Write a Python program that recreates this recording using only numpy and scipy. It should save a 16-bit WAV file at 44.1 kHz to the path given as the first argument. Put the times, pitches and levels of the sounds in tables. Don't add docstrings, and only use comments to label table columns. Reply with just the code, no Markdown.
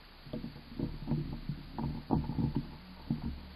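import sys
import numpy as np
from scipy import signal
from scipy.fft import rfft, irfft
from scipy.io import wavfile
from scipy.ndimage import uniform_filter1d

SR = 44100
rng = np.random.default_rng(int(sys.argv[2]) if len(sys.argv) > 2 else 0)


def invert_db(x):
    u = np.asarray(x, float) / 20
    return 10 ** u


def master_out(mix):
    frames = np.transpose(np.atleast_2d(mix))
    ceiling = np.clip(frames, -1, 1)
    pcm = np.round(ceiling * 32767).astype(np.int16)
    wavfile.write(sys.argv[1], SR, pcm)


N = 156555

# pitch_hz, level_db, fade_s (time to fall 60 dB)
LOW_MODES = [(120, -8.5, 0.29), (148.23, 6, 0.17), (179, 0.5, 0.097), (231.5, 0, 0.19), (271.4, 4.5, 0.085),
             (328.2, -0.5, 0.1), (409.5, -16.5, 0.047)]
HIGH_MODES = [(487, -4, 0.18), (617.6, 0, 0.056), (782, 2.5, 0.024), (868, 2.5, 0.056), (938, -2.5, 0.079),
              (1032, -5, 0.022), (1166, -10, .06), (1343, -6, 0.017)]
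# start_s, shuffle_db, scrape_db
EFFORT = [(0.0, -62, -90), (0.25, -63, -92), (0.44, -47.5, -82), (0.64, -60, -87), (0.85, -41.5, -82),
          (0.99, -57, -64), (1.2, -40, -71), (1.45, -55, -75), (1.72, -49.5, -72.5), (1.9, -41, -61.5),
          (2.06, -54, -68), (2.2, -47.5, -64), (2.45, -41, -62), (2.72, -53, -62), (2.86, -60.5, -74),
          (3.02, -56.5, -59.5), (3.27, -44, -71.5), (3.42, -57.5, -63)]
# start_s, rock_db, mount_db
SWAY = [(0.0, -60, -74), (0.14, -58.5, -73), (0.35, -52, -64), (0.41, -48, -56), (0.64, -61.5, -64),
        (0.89, -43.5, -61), (1.0, -46, -62), (1.25, -44, -50.5), (1.78, -51, -60), (1.91, -46, -63.5),
        (2.08, -58, -72), (2.17, -43, -55), (2.3, -47.5, -57), (2.46, -55.5, -40), (2.51, -44, -48),
        (2.86, -57.5, -62.5), (3.32, -49, -50.5), (3.55, -63, -52.5)]
# start_s, level_db
JOLTS = [(0.243, -55), (0.332, -60), (0.517, -51), (0.832, -41.5), (1.099, -43.5), (1.495, -45),
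         (1.783, -45.5), (1.832, -34.5), (2.135, -33), (2.338, -44), (2.595, -50), (2.781, -49),
         (3.242, -36)]
# pitch_hz, level_db (per Hz)
HISS = [(40, 4.5), (300, 3), (1000, 4.5), (2000, 2), (3600, 0.5), (4100, 4), (4550, 8), (5000, -0.5)]
# start_s, level_db
HUM = [
    (0, -73),
    (.5, -66),
    (1.5, -66),
    (2.5, -66.5),
    (2.7, -60),
    (2.92, -59),
    (3.1, -70.5),
    (3.55, -59),
]
# start_s, level_db, brightness (0-1), spread_octaves
LIFT_THUDS = [(0.262, -37.5, 0.43, 0.77), (0.334, -22, 0.58, 0.32), (0.361, -26, 1, 0.87),
              (0.438, -21.5, 0.59, 0.2), (0.466, -34.5, 0.44, 0.54), (0.555, -36, 0.52, 0.58),
              (0.59, -43.5, 0.8, 0.4), (0.712, -26.5, 0.58, 0.14), (0.7935, -22, 0.87, 0.99),
              (0.805, -32.5, 0.94, 0.84), (0.8257, -19.5, 0.6, 1.1), (0.843, -31.5, 0.5, 0.55),
              (0.859, -27.5, 1, 0.6), (0.888, -39, 0.48, 0.68), (1.019, -26, 0, 0.64),
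              (1.072, -28, 0.67, 0.64), (1.097, -22, 0.63, 0.31), (1.11, -20, 0.64, 1.1),
              (1.122, -19.5, 0.1, 0.86), (1.177, -24.5, 0.63, 0.7), (1.253, -36, 0.27, 0.35),
              (1.288, -33, 0.4, 0.9), (1.324, -25, 0.63, 0.48), (1.348, -39, 0.3, 0.12),
              (1.426, -35, 0.6, 0.42), (1.488, -19, 0.4, 0.27), (1.574, -33.5, 0, 0.97)]
GNAW_THUDS = [(1.734, -35.5, 0.61, 0.33), (1.782, -28, 0.75, 0.5), (1.791, -24.5, 0.67, 0.49),
              (1.834, -25, 0.6, 0.75), (1.849, -30.5, 0.22, 1.1), (1.869, -37, 0.52, 0.33),
              (1.947, -25, 0.56, 0.41), (2.021, -40, 0.35, 0.32), (2.098, -28, 0.45, 1.1),
              (2.109, -20, 0.93, 1.1), (2.128, -14, 0.9, 1.1), (2.141, -20, 0.87, 0.6),
              (2.1605, -18, 0.5, 1.3), (2.179, -23.5, 0.15, 1.1), (2.235, -36, 0.3, 0.7),
              (2.29, -20.5, 0.52, 0.5), (2.319, -37, 0.65, 0.36), (2.348, -34, 0.6, 0.44),
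              (2.383, -17, 0.59, 0.49), (2.4, -17, 0.12, 0.87), (2.436, -18, 0.63, 1.2),
              (2.471, -24.5, 0.34, 0.43), (2.562, -18, 0.66, 1.05), (2.72, -41.5, 0.48, 0.5),
              (3.072, -38.5, 0.71, 0.26), (3.103, -12.5, 0.55, 0.31), (3.235, -26.5, 0.66, 0.47),
              (3.256, -20.5, 0.6, 0.21), (3.276, -23, 0.17, 0.89)]
# start_s, level_db, slip_spacing_ms (mean time over two slips), brightness (0-1)
TICKS = [(0.333, -26, 2.3, 0.2), (0.44, -42.5, 1.8, 0.57), (0.558, -40.5, 4.6, 0),
         (0.792, -35.5, 2.8, 0.02), (0.828, -34.5, 2.8, 0.35), (0.848, -44.5, 2.9, 0.5),
         (0.889, -41, 4.9, 0.26), (1.076, -38.5, 2.6, 0.8), (1.112, -26, 1.53, 0.5),
         (1.328, -37, 2.97, 0.6), (1.784, -26.5, 1.5, 0.93), (1.834, -32.5, 1.46, 0.5),
         (1.946, -45, 5.3, 0.4), (1.972, -42.5, 2.5, 0.6), (2.098, -36, 2.24, 0.4),
         (2.111, -26.5, 1.18, 0.8), (2.13, -21.5, 2.47, 0.8), (2.144, -26.5, 1.2, 1),
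         (2.156, -36, 2.7, 0.8), (2.17, -36.5, 1.6, 1), (2.238, -33.5, 5, 1), (2.292, -40, 3.5, 0.74),
         (2.321, -34.5, 4.6, 0.9), (2.349, -39.5, 4, 0.8), (2.416, -36, 4.7, 0.4), (2.436, -34.5, 4.8, 0.4),
         (2.458, -38.5, 3.4, 0.24), (2.551, -31.5, 3.4, 0.56), (2.73, -39, 2.44, 0.9),
         (3.105, -39.5, 1.25, 0.9), (3.218, -35.5, 5.28, 1), (3.25, -33.5, 3.2, 1),
         (0.806, -43.5, 1.3, 0.3), (1.093, -46.5, 1.8, 0.86), (1.126, -35.5, 1.4, 0.76),
         (1.792, -34.5, 1.33, 1), (1.81, -45, 1.4, 0.75), (1.822, -37.5, 2.65, 0.55),
         (1.892, -52.5, 1.5, 0.37), (2.386, -39, 1.8, 0.5), (2.517, -53, 2.4, 0.7), (2.638, -55, 3, 0.7),
         (2.968, -48, 1.85, 0.85), (2.996, -45, 3.6, 0.63), (3.169, -56, 2, 0.6)]
# start_s, level_db, pitch_hz
CRACKS = [
    (0.334, -23.5, 553),
    (0.333, -34.5, 3370),
    (1.109, -39, 1700),
    (1.112, -41, 2400),
    (1.779, -42, 1800),
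    (1.791, -39, 1600),
    (1.826, -44, 2100),
    (2.134, -46, 1250),
    (2.558, -39.5, 1700),
    (2.556, -39, 3000),
]

PANEL_HZ, TICK_HZ = (100.7, 370), (427, 1130)
MOUNT_BAND_HZ = (125.7, 331)
ROCK_HZ, MOUNT_HZ = 30.5, 71
CAMERA_HZ, CUT_HZ = 16000, 5030


def level(x, db):
    return x * invert_db(db) / np.sqrt(np.mean(x ** 2))


def bandpass(x, band):
    return signal.sosfilt(signal.butter(2, band, "band", fs=SR, output="sos"), x)


def curve(table, col):
    table = np.array(table)
    return invert_db(np.interp(np.arange(N) / SR, table[:, 0], table[:, col]))


def ring(x, hz, t60):
    pole = np.exp(2j * np.pi * hz / SR - np.log(1000) / (t60 * SR))
    return signal.lfilter([1], [1, -pole], x).imag


def push(x, hz, t60, push_s):
    return ring(ring(x, hz, push_s), hz, t60) * 2 * np.log(1000) / (push_s * SR)


def strike(times, sizes):
    x = np.zeros(N)
    np.add.at(x, np.clip((np.asarray(times) * SR).astype(int), 0, N - 1), sizes)
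    return x


def pitch(band, bright):
    return band[0] * (band[1] / band[0]) ** np.clip(bright, 0, 1)


def touch(hz, band, bright, spread):
    octaves_away = np.log2(hz / pitch(band, bright))
    return np.exp(-.5 * (octaves_away / np.clip(spread, .1, 3)) ** 2)


def wobbly(hz, drift, flutter_db):
    slow = [level(uniform_filter1d(uniform_filter1d(v, 3000), 3000), 0) for v in rng.standard_normal((2, N))]
    phase = 2 * np.pi * np.cumsum(hz * (1 + drift * slow[0])) / SR
    return np.sqrt(2) * invert_db(flutter_db * slow[1]) * np.sin(phase)


def grains(rate):
    u = rng.random((3, N))
    happens = u[0] < rate / SR
    size = invert_db(-3 * np.log(u[1] + 1e-9))
    return happens * size * np.sign(u[2] - .5)


def rubbing(modes, rate, col, band):
    def shake(force):
        return sum(invert_db(db) * ring(force, hz, t60) for hz, db, t60 in modes)

    slips = bandpass(grains(rate), band)
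    return shake(slips * curve(EFFORT, col)) / np.std(shake(slips))


def sway():
    rumble = level(bandpass(rng.standard_normal(N), [12, 120]), -9)
    rock = (wobbly(ROCK_HZ, .06, 1.5) + rumble) * curve(SWAY, 1)
    mount = wobbly(MOUNT_HZ, 0.027, 2.1) * curve(SWAY, 2)
    t, db = np.array(JOLTS).T
    jolts = push(strike(t, invert_db(db + 1)), MOUNT_HZ, t60=0.58, push_s=0.091)
    return rock + mount + jolts


def starve(hiss):
    hz, t, z = signal.stft(hiss, SR, nperseg=512)
    chance = rng.random((len(hz) // 3 + 1, len(t) // 5 + 1))
    patch = np.kron(chance, np.ones((3, 5)))[:len(hz), :len(t)]
    inside = np.outer((hz > 1900) & (hz < 4100), (t > 2.07) & (t < 2.2))
    hole = inside & (patch < .33)
    return signal.istft(z * ~hole, SR, nperseg=512)[1][:N]


def camera_noise():
    hz, t = np.fft.rfftfreq(N, 1 / SR) + 1, np.arange(N) / SR
    hiss_hz, hiss_db = np.array(HISS).T
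    colour = invert_db(np.interp(np.log(hz), np.log(hiss_hz), hiss_db)) * (hz < CUT_HZ)
    hiss = level(irfft(rfft(rng.standard_normal(N)) * colour, N), -56.5)
    hum = wobbly(186, 0.0073, 4.2) * curve(HUM, 1)
    sensor = level(ring(rng.standard_normal(N), 4531, 0.013), -82.5)
    whine = level(np.sin(2 * np.pi * 2099 * t), -86.5)
    return starve(hiss) + hum + sensor + whine


def thuds():
    t, db, bright, spread = np.array(list(LIFT_THUDS) + list(GNAW_THUDS)).T
    t, db = t + 0.00053, db - 10.5
    out = np.zeros(N)
    for hz, mode_db, t60 in LOW_MODES:
        force = invert_db(db + mode_db) * touch(hz, PANEL_HZ, bright, spread)
        out += push(strike(t, force), hz, t60, push_s=0.014)
    age, rise_s = np.arange(2000) / SR, 0.0021
    swell = age / rise_s * np.exp(1 - age / rise_s)
    sizes = invert_db(db + 3) * np.clip(spread, 0, 1)
    for start, size, hz in zip(t, sizes, pitch(PANEL_HZ, bright)):
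        knock = size * swell * -np.cos(2 * np.pi * hz * age)
        i = int(start * SR)
        out[i:i + len(age)] += knock[:N - i]
    return bandpass(out, MOUNT_BAND_HZ)


def ticks():
    t, db, ms, bright = np.array(TICKS).T
    chance = rng.random((len(t), 2, 6))
    slip = np.arange(6)
    spacing_s = np.clip(ms, .3, 12)[:, None] / 1000
    when = t[:, None] + spacing_s * slip / 2 * (.5 + chance[:, 0])
    swell = 1.33
    run = (.5 + slip) / swell * np.exp(-slip / swell)
    size = invert_db(db - 7.5)[:, None] * run * np.sign(chance[:, 1] - .5)
    out = np.zeros(N)
    for hz, mode_db, t60 in HIGH_MODES:
        force = size * invert_db(mode_db) * touch(hz, TICK_HZ, bright, 0.76)[:, None]
        out += push(strike(when.ravel(), force.ravel()), hz, t60, push_s=0.0039)
    return bandpass(out, [330, 1400])


def cracks():
    return sum(push(strike([t], invert_db(db)), hz, t60=0.0055, push_s=0.0027) for t, db, hz in CRACKS)


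def scene():
    shuffle = rubbing(LOW_MODES, 150, 1, MOUNT_BAND_HZ)
    scrape = rubbing(HIGH_MODES, 700, 2, TICK_HZ)
    box = shuffle + scrape + sway() + thuds() + ticks() + cracks()
    return (box + camera_noise())[None]


def roll_off(x):
    return signal.sosfilt(signal.butter(12, 15620, fs=SR, output="sos"), x)


def record(dry):
    steep = signal.ellip(10, .1, 45, CUT_HZ, fs=SR, output="sos")
    cut = signal.sosfiltfilt(steep, dry[0])
    slow = signal.resample_poly(cut, 160, 441)
    stretched = np.interp(np.arange(N) / SR, np.arange(len(slow)) / CAMERA_HZ, slow)
    rounding = invert_db(-98) * rng.standard_normal(N)
    return roll_off((stretched + rounding)[None])


dry = scene()
out = record(dry)
master_out(out)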